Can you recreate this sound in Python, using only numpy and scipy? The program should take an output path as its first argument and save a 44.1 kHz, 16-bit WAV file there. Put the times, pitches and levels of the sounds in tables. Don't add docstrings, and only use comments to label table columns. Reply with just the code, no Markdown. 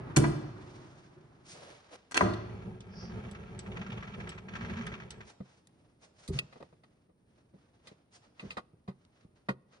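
import sys
import numpy as np
from scipy import signal
from scipy.fft import rfft, irfft
from scipy.io import wavfile
from scipy.ndimage import uniform_filter1d

SR = 44100
rng = np.random.default_rng(int(sys.argv[2]) if len(sys.argv) > 2 else 0)


def log_audio(samples):
    frames = np.atleast_2d(samples).T
    limited = np.clip(frames, -1, 1)
    pcm = np.round(limited * 32767).astype(np.int16)
    wavfile.write(sys.argv[1], SR, pcm)


N = 432180
T = np.arange(N) / SR
LEFT_LEAD_S = .0002


def undb(db):
    return 10 ** (np.asarray(db) / 20)


def unit(x):
    return x / np.sqrt(np.mean(x ** 2))


def burst(x):
    return x / np.sqrt(np.mean(np.sum(x ** 2, axis=-1)) / (.02 * SR))


def at_hz(hz, points):
    freqs, values = np.transpose(points)
    return np.interp(np.log(hz + .00099), np.log(freqs), values)


def add(out, s, x):
    i = max(int(s * SR), 0)
    out[..., i:i + x.shape[-1]] += x[..., :N - i]


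def walk(rate_hz):
    step = int(SR / rate_hz)
    stairs = np.repeat(rng.standard_normal(N // step + 1), step)
    return unit(uniform_filter1d(stairs, step)[:N])


def noise(size, coherence=None, lag_s=LEFT_LEAD_S):
    # (frequency [Hz], common share of power [0-1])
    usual_coherence = [(100, 0.97), (250, 0.93), (600, 0.46), (1500, 0.03), (3000, 0.38), (10000, 0.98)]
    hz = np.fft.rfftfreq(size, 1 / SR)
    common, *diffuse = rfft(rng.standard_normal((3, size)))
    share = np.clip(at_hz(hz, coherence or usual_coherence), 0, 1)
    direct = np.array([common, common * np.exp(-2j * np.pi * hz * lag_s)])
    return irfft(np.sqrt(share) * direct + np.sqrt(1 - share) * np.array(diffuse), size)


def colour(x, spectrum, peaks=()):
    hz = np.fft.rfftfreq(N, 1 / SR)
    peaks_db = sum(db / (1 + (2 * (hz - centre) / width) ** 2) for centre, width, db in peaks)
    return unit(irfft(rfft(x) * undb(at_hz(hz, spectrum) + peaks_db), N))


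def band(x, low_hz, high_hz):
    return signal.sosfilt(signal.butter(3, [low_hz, high_hz], "band", fs=SR, output="sos"), x)


def workshop():
    # (frequency [Hz], relative level [dB])
    air_tone = [(25, -12), (112, -1.5), (319, -7.5), (1330, -28.5), (4500, -40.5), (7000, -43), (9700, -33),
                (11000, -52.5)]
    return colour(noise(N), air_tone) * undb(-68 + walk(5.4))


def headstock():
    # (frequency [Hz], relative level [dB])
    gear_tone = [(35, -13.5), (150, -9), (347, -6.5), (461, -12.5), (1250, -14), (3600, -34),
                 (10000, -52.5)]
    # (frequency [Hz], width [Hz], gain [dB])
    gear_peaks = [(135, 85, 15.6), (360, 72, 8)]
    coast_s, stop_s, fall_db_per_s, idle_db = .36, 1.8, 21.5, -61.5
    run_down = undb(-42.5 - fall_db_per_s * np.maximum(T - coast_s, 0))
    spin = np.hypot(run_down, undb(idle_db)) * np.clip((stop_s - T) / .064, 0, 1)
    return colour(noise(N), gear_tone, gear_peaks) * spin * undb(1.2 * walk(57))


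def steel(x, depth_db, spacing_hz):
    hz = np.fft.rfftfreq(N, 1 / SR)
    ripple = np.interp(hz / spacing_hz, np.arange(2048), rng.standard_normal(2048).clip(-1.5, 1.5))
    gain = undb(depth_db * ripple * np.minimum(hz / 1500, 1))
    return irfft(rfft(x) * unit(gain), N)


def contacts(blows, tone, peaks, lag_s, roughness):
    soft_hz, hard_hz, climb_db_per_oct, rolloff_db_per_oct = 106, 9100, 3, 15
    out, t = np.zeros((2, N)), np.arange(8192) / SR
    hz = np.fft.rfftfreq(len(t), 1 / SR) + 1
    source = noise(N, coherence=[(200, 1), (1000, .093)], lag_s=lag_s)
    source = steel(colour(source, tone, peaks), depth_db=8, spacing_hz=83.33)
    for s, db, hardness, contact_s in blows:
        corner_hz = soft_hz * (hard_hz / soft_hz) ** hardness
        ratio = hz / corner_hz
        shape = undb(climb_db_per_oct * np.log2(ratio) - rolloff_db_per_oct * np.log2(1 + ratio ** 4) / 4)
        push = (t / contact_s * np.exp(-t / contact_s)) ** .51
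        touches = np.exp(roughness * np.repeat(rng.standard_normal(256), 32))
        i = rng.integers(N - len(t))
        grains = source[:, i:i + len(t)] * touches
        add(out, s, undb(db) * burst(irfft(rfft(grains) * shape) * push))
    return out


def room(x, wet_db):
    # (frequency [Hz], t60 [s], relative level [dB])
    reverberation = [(121.9, 0.57, 13), (505, 0.62, 7), (2070, 0.8, -4.5), (4870, 0.79, -1.5),
                     (9200, 0.35, -2.5)]
    t, tail = np.arange(SR) / SR, 0
    for hz in 62.5 * 2 ** np.arange(8):
        t60, db = (at_hz(hz, [(row[0], row[k]) for row in reverberation]) for k in (1, 2))
        octave = band(noise(SR), hz / np.sqrt(2), hz * np.sqrt(2))
        tail = tail + octave * undb(db - 60 * t / t60)
    tail *= 1 - np.exp(-t / .0058)
    tail /= np.sqrt(np.sum(tail ** 2) / 2)
    return x + undb(wet_db) * signal.fftconvolve(x, tail, axes=1)[:, :N]


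def strikes(blows, modes, lag_s):
    focus_db_per_oct = 25
    out = np.zeros((2, N))
    t = np.maximum(np.arange(SR // 4) / SR - np.maximum([[-lag_s], [lag_s]], 0), 0)
    for s, db, favoured_hz in blows:
        sound = 0
        for hz, t60, mode_db in modes:
            detune = 1 + .0059 * rng.standard_normal()
            start_db = mode_db - focus_db_per_oct * abs(np.log2(hz / favoured_hz))
            envelope = undb(start_db - 60 * t / t60) * (1 - np.exp(-t * hz))
            sound = sound + envelope * np.sin(2 * np.pi * hz * detune * t)
        add(out, s, undb(db) * burst(sound))
    return out


def ring(modes, size):
    t, out = np.arange(size) / SR, 0
    for hz, t60, db in modes:
        skew = min(hz / 1500, 2) * rng.standard_normal() + 2 * np.pi * hz * LEFT_LEAD_S
        out = out + undb(db - 60 * t / t60) * np.sin(2 * np.pi * hz * t + skew * np.array([[.5], [-.5]]))
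    return out


def levers():
    # (time [s], level [dB], hardness [0-1], contact time [s])
    clunks = [(.162, -24, 1, 0.004), (.165, -19.5, 0.23, .0064), (.238, -30, 0.63, 0.0046),
              (2.111, -50, 1, 0.002), (2.119, -45, 0.9, .002), (2.143, -36.5, .88, 0.0026),
              (2.153, -29, 0.73, .008), (2.17, -33.5, 1, 0.001), (2.1755, -26, 0.83, .0008),
              (2.208, -22.5, 0.57, .003), (2.221, -30.5, 0.26, 0.0045)]
    # (frequency [Hz], relative level [dB])
    tone = [(60, 3), (1000, -1), (4000, -12)]
    # (time [s], level [dB], favoured frequency [Hz])
    ringing_blows = [(.166, -33.5, 2100), (.165, -32, 6400), (.241, -35, 1250), (2.144, -42.5, 3300),
                     (2.17, -39.5, 4700), (2.176, -28.5, 2530), (2.209, -27.5, 1060)]
    # (frequency [Hz], t60 [s], relative level [dB])
    modes = [(984, 0.064, 2), (1450, 0.027, -5), (1940, .05, -2.5), (2290, 0.06, 0), (2650, 0.03, 3.5),
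             (3250, .04, -1), (4430, .04, -1.5), (5140, 0.04, -2.5), (6800, 0.062, -1.5)]
    hits = contacts(clunks, tone, peaks=[(336, 77, 7), (1020, 240, 4), (2250, 1000, 4)],
                    lag_s=.00036, roughness=.3)
    shimmer = steel(room(hits, wet_db=-9.5) - hits, depth_db=2, spacing_hz=35.3)
    return hits + strikes(ringing_blows, modes, lag_s=.00022) + shimmer


def frame():
    # (time [s], level [dB], place [0 headstock - 1 carriage])
    jolts = [(.166, -18, 0.085), (0.24, -19.5, 0), (2.22, -24, 0.94)]
    # (frequency [Hz], t60 [s], struck at headstock [dB], struck at carriage [dB])
    frame_modes = [(109, 1.3, -15, 0.5), (143.4, 0.52, 13, -16), (191.6, 0.41, -8, 8),
                   (301, 0.25, -12, -18.5), (332.4, .45, -13.5, -13.5), (364.5, 1.2, -19, -5.5),
                   (470, 0.28, -20, -14), (586, 0.31, -22.5, -8.5), (919, 0.4, -24.5, -13.5),
                   (970, .25, -22.5, -18), (1417, 0.4, -34.5, -26), (5400, .35, -31.5, -37.5),
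                   (9100, .25, -28, -36.5)]
    out = np.zeros((2, N))
    swell = 1 - np.exp(-T[:2 * SR] / .0055)
    for s, db, place in jolts:
        modes = [(hz, t60, np.interp(place, [0, 1], levels)) for hz, t60, *levels in frame_modes]
        add(out, s, undb(db) * burst(ring(modes, len(swell)) * swell))
    return out


def sleeves():
    # (middle time [s], half length [s], level [dB], swish share [0-1])
    strokes = [(0.801, 0.31, -62, 0.13), (1.514, 0.038, -52.5, 1), (1.743, 0.31, -62, 0),
               (5.291, 0.028, -54, 0.33), (5.539, 0.073, -70, .3), (6.046, 0.027, -59.5, 0.45),
               (6.231, 0.051, -60, 0.48), (6.359, 0.028, -47.5, 0.33), (6.56, 0.13, -70.5, 0.08),
               (7.69, 0.11, -76.5, 0), (7.89, 0.04, -61, 0.1), (8.155, 0.022, -54.5, 0.65),
               (8.25, 0.029, -65.5, 0), (8.465, 0.084, -59.5, 0), (9.369, 0.01, -67.5, .05),
               (9.748, 0.025, -65, 0.05)]
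    # (frequency [Hz], relative level [dB])
    rub_tone = [(200, -21), (500, 1), (1300, -2), (6300, -14), (9800, -27), (11000, -56)]
    swish_tone = [(800, -2.5), (6200, 8), (9500, 1.5), (11000, -20.5)]
    rub = (T > 4.4) * undb(-82.5 + 5 * walk(22))
    swish = 0
    for s, half_s, db, share in strokes:
        stroke = undb(db) * np.exp(-np.minimum(((T - s) / half_s) ** 2, 50))
        rub = rub + (1 - share) * stroke
        swish = swish + share * stroke
    fibres = noise(N) * undb(.43 * walk(500))
    cloth = colour(fibres, rub_tone) * rub + colour(fibres, swish_tone) * swish
    return room(cloth * undb(2 * walk(82)), wet_db=-11.5)


def shoes():
    # (time [s], hold [s], level [dB])
    scuffs = [(1.533, .22, -54.5), (1.903, 0.055, -50.5)]
    # (frequency [Hz], relative level [dB])
    tone = [(200, -5), (560, 8.5), (900, 0), (6000, -10.5), (11000, -21)]
    attack_s, release_per_hold = .022, .14
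    steps = 0
    for s, hold_s, db in scuffs:
        attack = np.clip((T - s) / attack_s, 0, 1)
        release = np.exp(-np.maximum(T - s - hold_s, 0) / (release_per_hold * hold_s))
        steps = steps + undb(db) * attack * release
    grains = noise(N) * undb(1.3 * walk(600))
    return colour(grains, tone) * steps * undb(1.5 * walk(40))


def slide_rumble(doublings):
    # (frequency [Hz], relative level [dB])
    tone = [(55, -16), (103, -6), (138, -10), (189, -1.5), (278, -21), (420, -20), (900, -22.5),
            (1600, -56)]
    # (frequency [Hz], width [Hz], gain [dB])
    peaks = [(59.6, 18, 10), (118.8, 16, 8.7), (367, 25, 11), (423.6, 45, 10)]
    return colour(noise(N), tone, peaks) * undb(-43.5 + 6 * doublings + 1.9 * walk(35))


def feed_growl(doublings):
    pitch_hz = 203.8 * 2 ** (.33 * doublings)
    phase = 2 * np.pi * np.cumsum(pitch_hz) / SR
    return (walk(45) * np.sin(phase) + walk(45) * np.cos(phase)) * undb(-50.5 + 15 * doublings)


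def gear_rasp(doublings):
    # (time [s], relative level [dB])
    snags = [(3.3483, -43), (3.6606, -45), (3.7174, -43), (3.7683, -40), (3.8137, -40), (3.8631, -42),
             (3.901, -43), (3.9195, -39), (3.9744, -42), (4.0253, -39), (4.0766, -45), (4.1395, -42),
             (4.2014, -41), (4.2717, -40), (4.3171, -41), (4.3774, -44), (4.4842, -42), (4.5361, -40),
             (4.5526, -36), (4.6084, -37), (4.6468, -38), (4.6962, -38), (4.7344, -44), (4.7701, -41),
             (4.8095, -41), (4.8683, -35), (4.9172, -40), (4.9387, -40), (4.9995, -44), (5.0205, -45),
             (5.2056, -43)]
    # (frequency [Hz], relative level [dB])
    tone = [(300, -7), (600, -5), (1300, 4.5), (2300, 2), (5000, -15.5), (6500, -16), (11000, -48)]
    nearest_s, approach_db_per_s = 5.36, 1.5
    attack_s, decay_s, gear_t60_s = .0025, .014, .07
    slide = undb(-53 + 9 * doublings - approach_db_per_s * np.maximum(nearest_s - T, 0))
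    mesh, t = np.zeros(N), np.arange(SR // 8) / SR
    for s, db in snags:
        add(mesh, s, undb(db - 1) * (1 - np.exp(-t / attack_s)) * np.exp(-t / decay_s))
    gear_modes = [(hz, gear_t60_s, 0) for hz in rng.uniform(1100, 3700, size=32)]
    clacks = [(s, db - 10.5, 2000 * 2 ** rng.uniform(-.5, .5)) for s, db in snags]
    rattle = strikes(clacks, gear_modes, LEFT_LEAD_S)
    grit = steel(noise(N) * undb(2.2 * walk(250)), depth_db=4, spacing_hz=60)
    return colour(grit, tone, peaks=[(2400, 730, 2.19)]) * np.hypot(slide, mesh) + rattle


def carriage():
    # (time [s], tooth rate [1/s])
    wheel_speed = [(2.25, 1.97), (2.4, 12.93), (2.63, 15.92), (2.8, 8.89), (3.2, 20.9), (3.35, 15.5),
                   (3.65, 14), (3.8, 19.9), (4.28, 16.55), (4.44, 7.5), (4.58, 21), (4.8, 24.33),
                   (5.02, 10.13), (5.2, 8.88), (5.3, 2.0)]
    cruise_teeth_per_s = 18
    tooth_rate = np.interp(T, *np.transpose(wheel_speed), left=0, right=0)
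    doublings = np.log2(np.maximum(tooth_rate, 1e-4) / cruise_teeth_per_s)
    return slide_rumble(doublings) + feed_growl(doublings) + room(gear_rasp(doublings), wet_db=-19)


def tool_post():
    # (time [s], level [dB], hardness [0-1], contact time [s])
    knocks = [(2.336, -47.5, 0.7, .0019), (5.403, -47, 0.26, 0.0034), (5.671, -63, 1, 0.0011),
              (6.277, -47.5, 1, 0.0039), (6.287, -30.5, .01, 0.011), (6.345, -41, 0.16, 0.016),
              (6.388, -37, 0.83, 0.00174), (6.526, -55.5, 0.57, 0.0035), (6.557, -53, 0.38, 0.0035),
              (6.603, -48, 0.36, 0.0077), (6.626, -50.5, 0.49, 0.0017), (6.726, -57.5, 0.37, 0.0032),
              (6.835, -61.5, 0.59, 0.0036), (7.09, -64, 0.31, .006), (7.537, -53, 0.16, 0.0068),
              (7.87, -52.5, 0.76, 0.0042), (7.914, -54, 0.26, 0.0031), (8.394, -50.5, 0.66, 0.0064),
              (8.428, -40, 0.14, 0.012), (8.504, -48, 0.74, 0.0059), (8.569, -36.5, 0.5, 0.0045),
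              (8.734, -57.5, 0.13, 0.0029), (8.877, -45.5, 0.47, 0.0066), (9.05, -72, 0.84, .0008),
              (9.247, -53, 0.082, 0.0031), (9.486, -34, 0.51, 0.0048), (9.489, -36.5, 0.24, 0.0069)]
    # (frequency [Hz], relative level [dB])
    tone = [(30, -11), (60, 2), (400, -8.5), (1500, -1), (11000, -2.5)]
    # (frequency [Hz], width [Hz], gain [dB])
    peaks = [(176, 44, 10), (388, 200, 9.5), (535, 150, 7)]
    # (time [s], level [dB], favoured frequency [Hz])
    ringing_blows = [(5.404, -40.5, 194), (6.289, -40, 138), (6.301, -37.5, 385), (6.348, -32.5, 141),
                     (6.389, -32, 2950), (8.396, -48, 2640), (8.507, -43.5, 2770), (8.575, -44, 1340),
                     (8.884, -37.5, 198), (9.489, -35.5, 1610), (9.491, -31, 194)]
    # (frequency [Hz], t60 [s], relative level [dB])
    modes = [(135.9, 0.11, 0.5), (191.9, 0.05, 0.5), (384, 0.13, 0), (1100, 0.086, 4.5), (1427, 0.082, 0),
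             (1900, 0.052, 7), (2570, 0.065, 2), (2710, 0.023, 7.5), (3200, 0.032, -3), (4850, 0.029, 4)]
    lag_s = -.00022
    hits = contacts(knocks, tone, peaks, lag_s, roughness=.12)
    return room(hits + strikes(ringing_blows, modes, lag_s), wet_db=-33)


def grip():
    # (time [s], relative level [dB])
    clicks = [(2.806, -49), (3.312, -48), (3.591, -39), (4.292, -38.5), (4.867, -42.5), (5.106, -38.5)]
    # (frequency [Hz], t60 [s], relative level [dB])
    grip_modes = [(3050, .04, 2), (3450, .045, 3), (5150, .018, 1), (6100, .025, -2), (7870, .04, 4),
                  (9650, .03, -5)]
    out, t = np.zeros((2, N)), np.arange(SR // 4) / SR
    for s, db in clicks:
        tick = band(noise(len(t)), 1300, 5900) * np.exp(-t / .013)
        modes = [(hz * (1 + .006 * rng.standard_normal()), t60, mode_db + 4 * rng.standard_normal())
                 for hz, t60, mode_db in grip_modes]
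        add(out, s, undb(db - 11) * burst(ring(modes, len(t))) + undb(db - 12.5) * burst(tick))
    return room(out, wet_db=-20)


def bearing_squeak():
    swell = np.exp(-((T - 3.02) / .074) ** 2)
    return room(unit(band(noise(N), 4560, 5740)) * undb(-55) * swell, wet_db=-19)


def scene():
    dry = workshop() + headstock() + levers() + frame() + sleeves() + shoes()
    dry += carriage() + tool_post() + grip() + bearing_squeak()
    return dry * undb(.59 * np.array([[-.5], [.5]]))


def record(dry):
    low_hz, top_hz = 40, 10900
    dry = signal.sosfilt(signal.butter(2, low_hz, "high", fs=SR, output="sos"), dry)
    return signal.sosfilt(signal.ellip(8, .2, 70, top_hz, fs=SR, output="sos"), dry)


dry = scene()
out = record(dry)
log_audio(out)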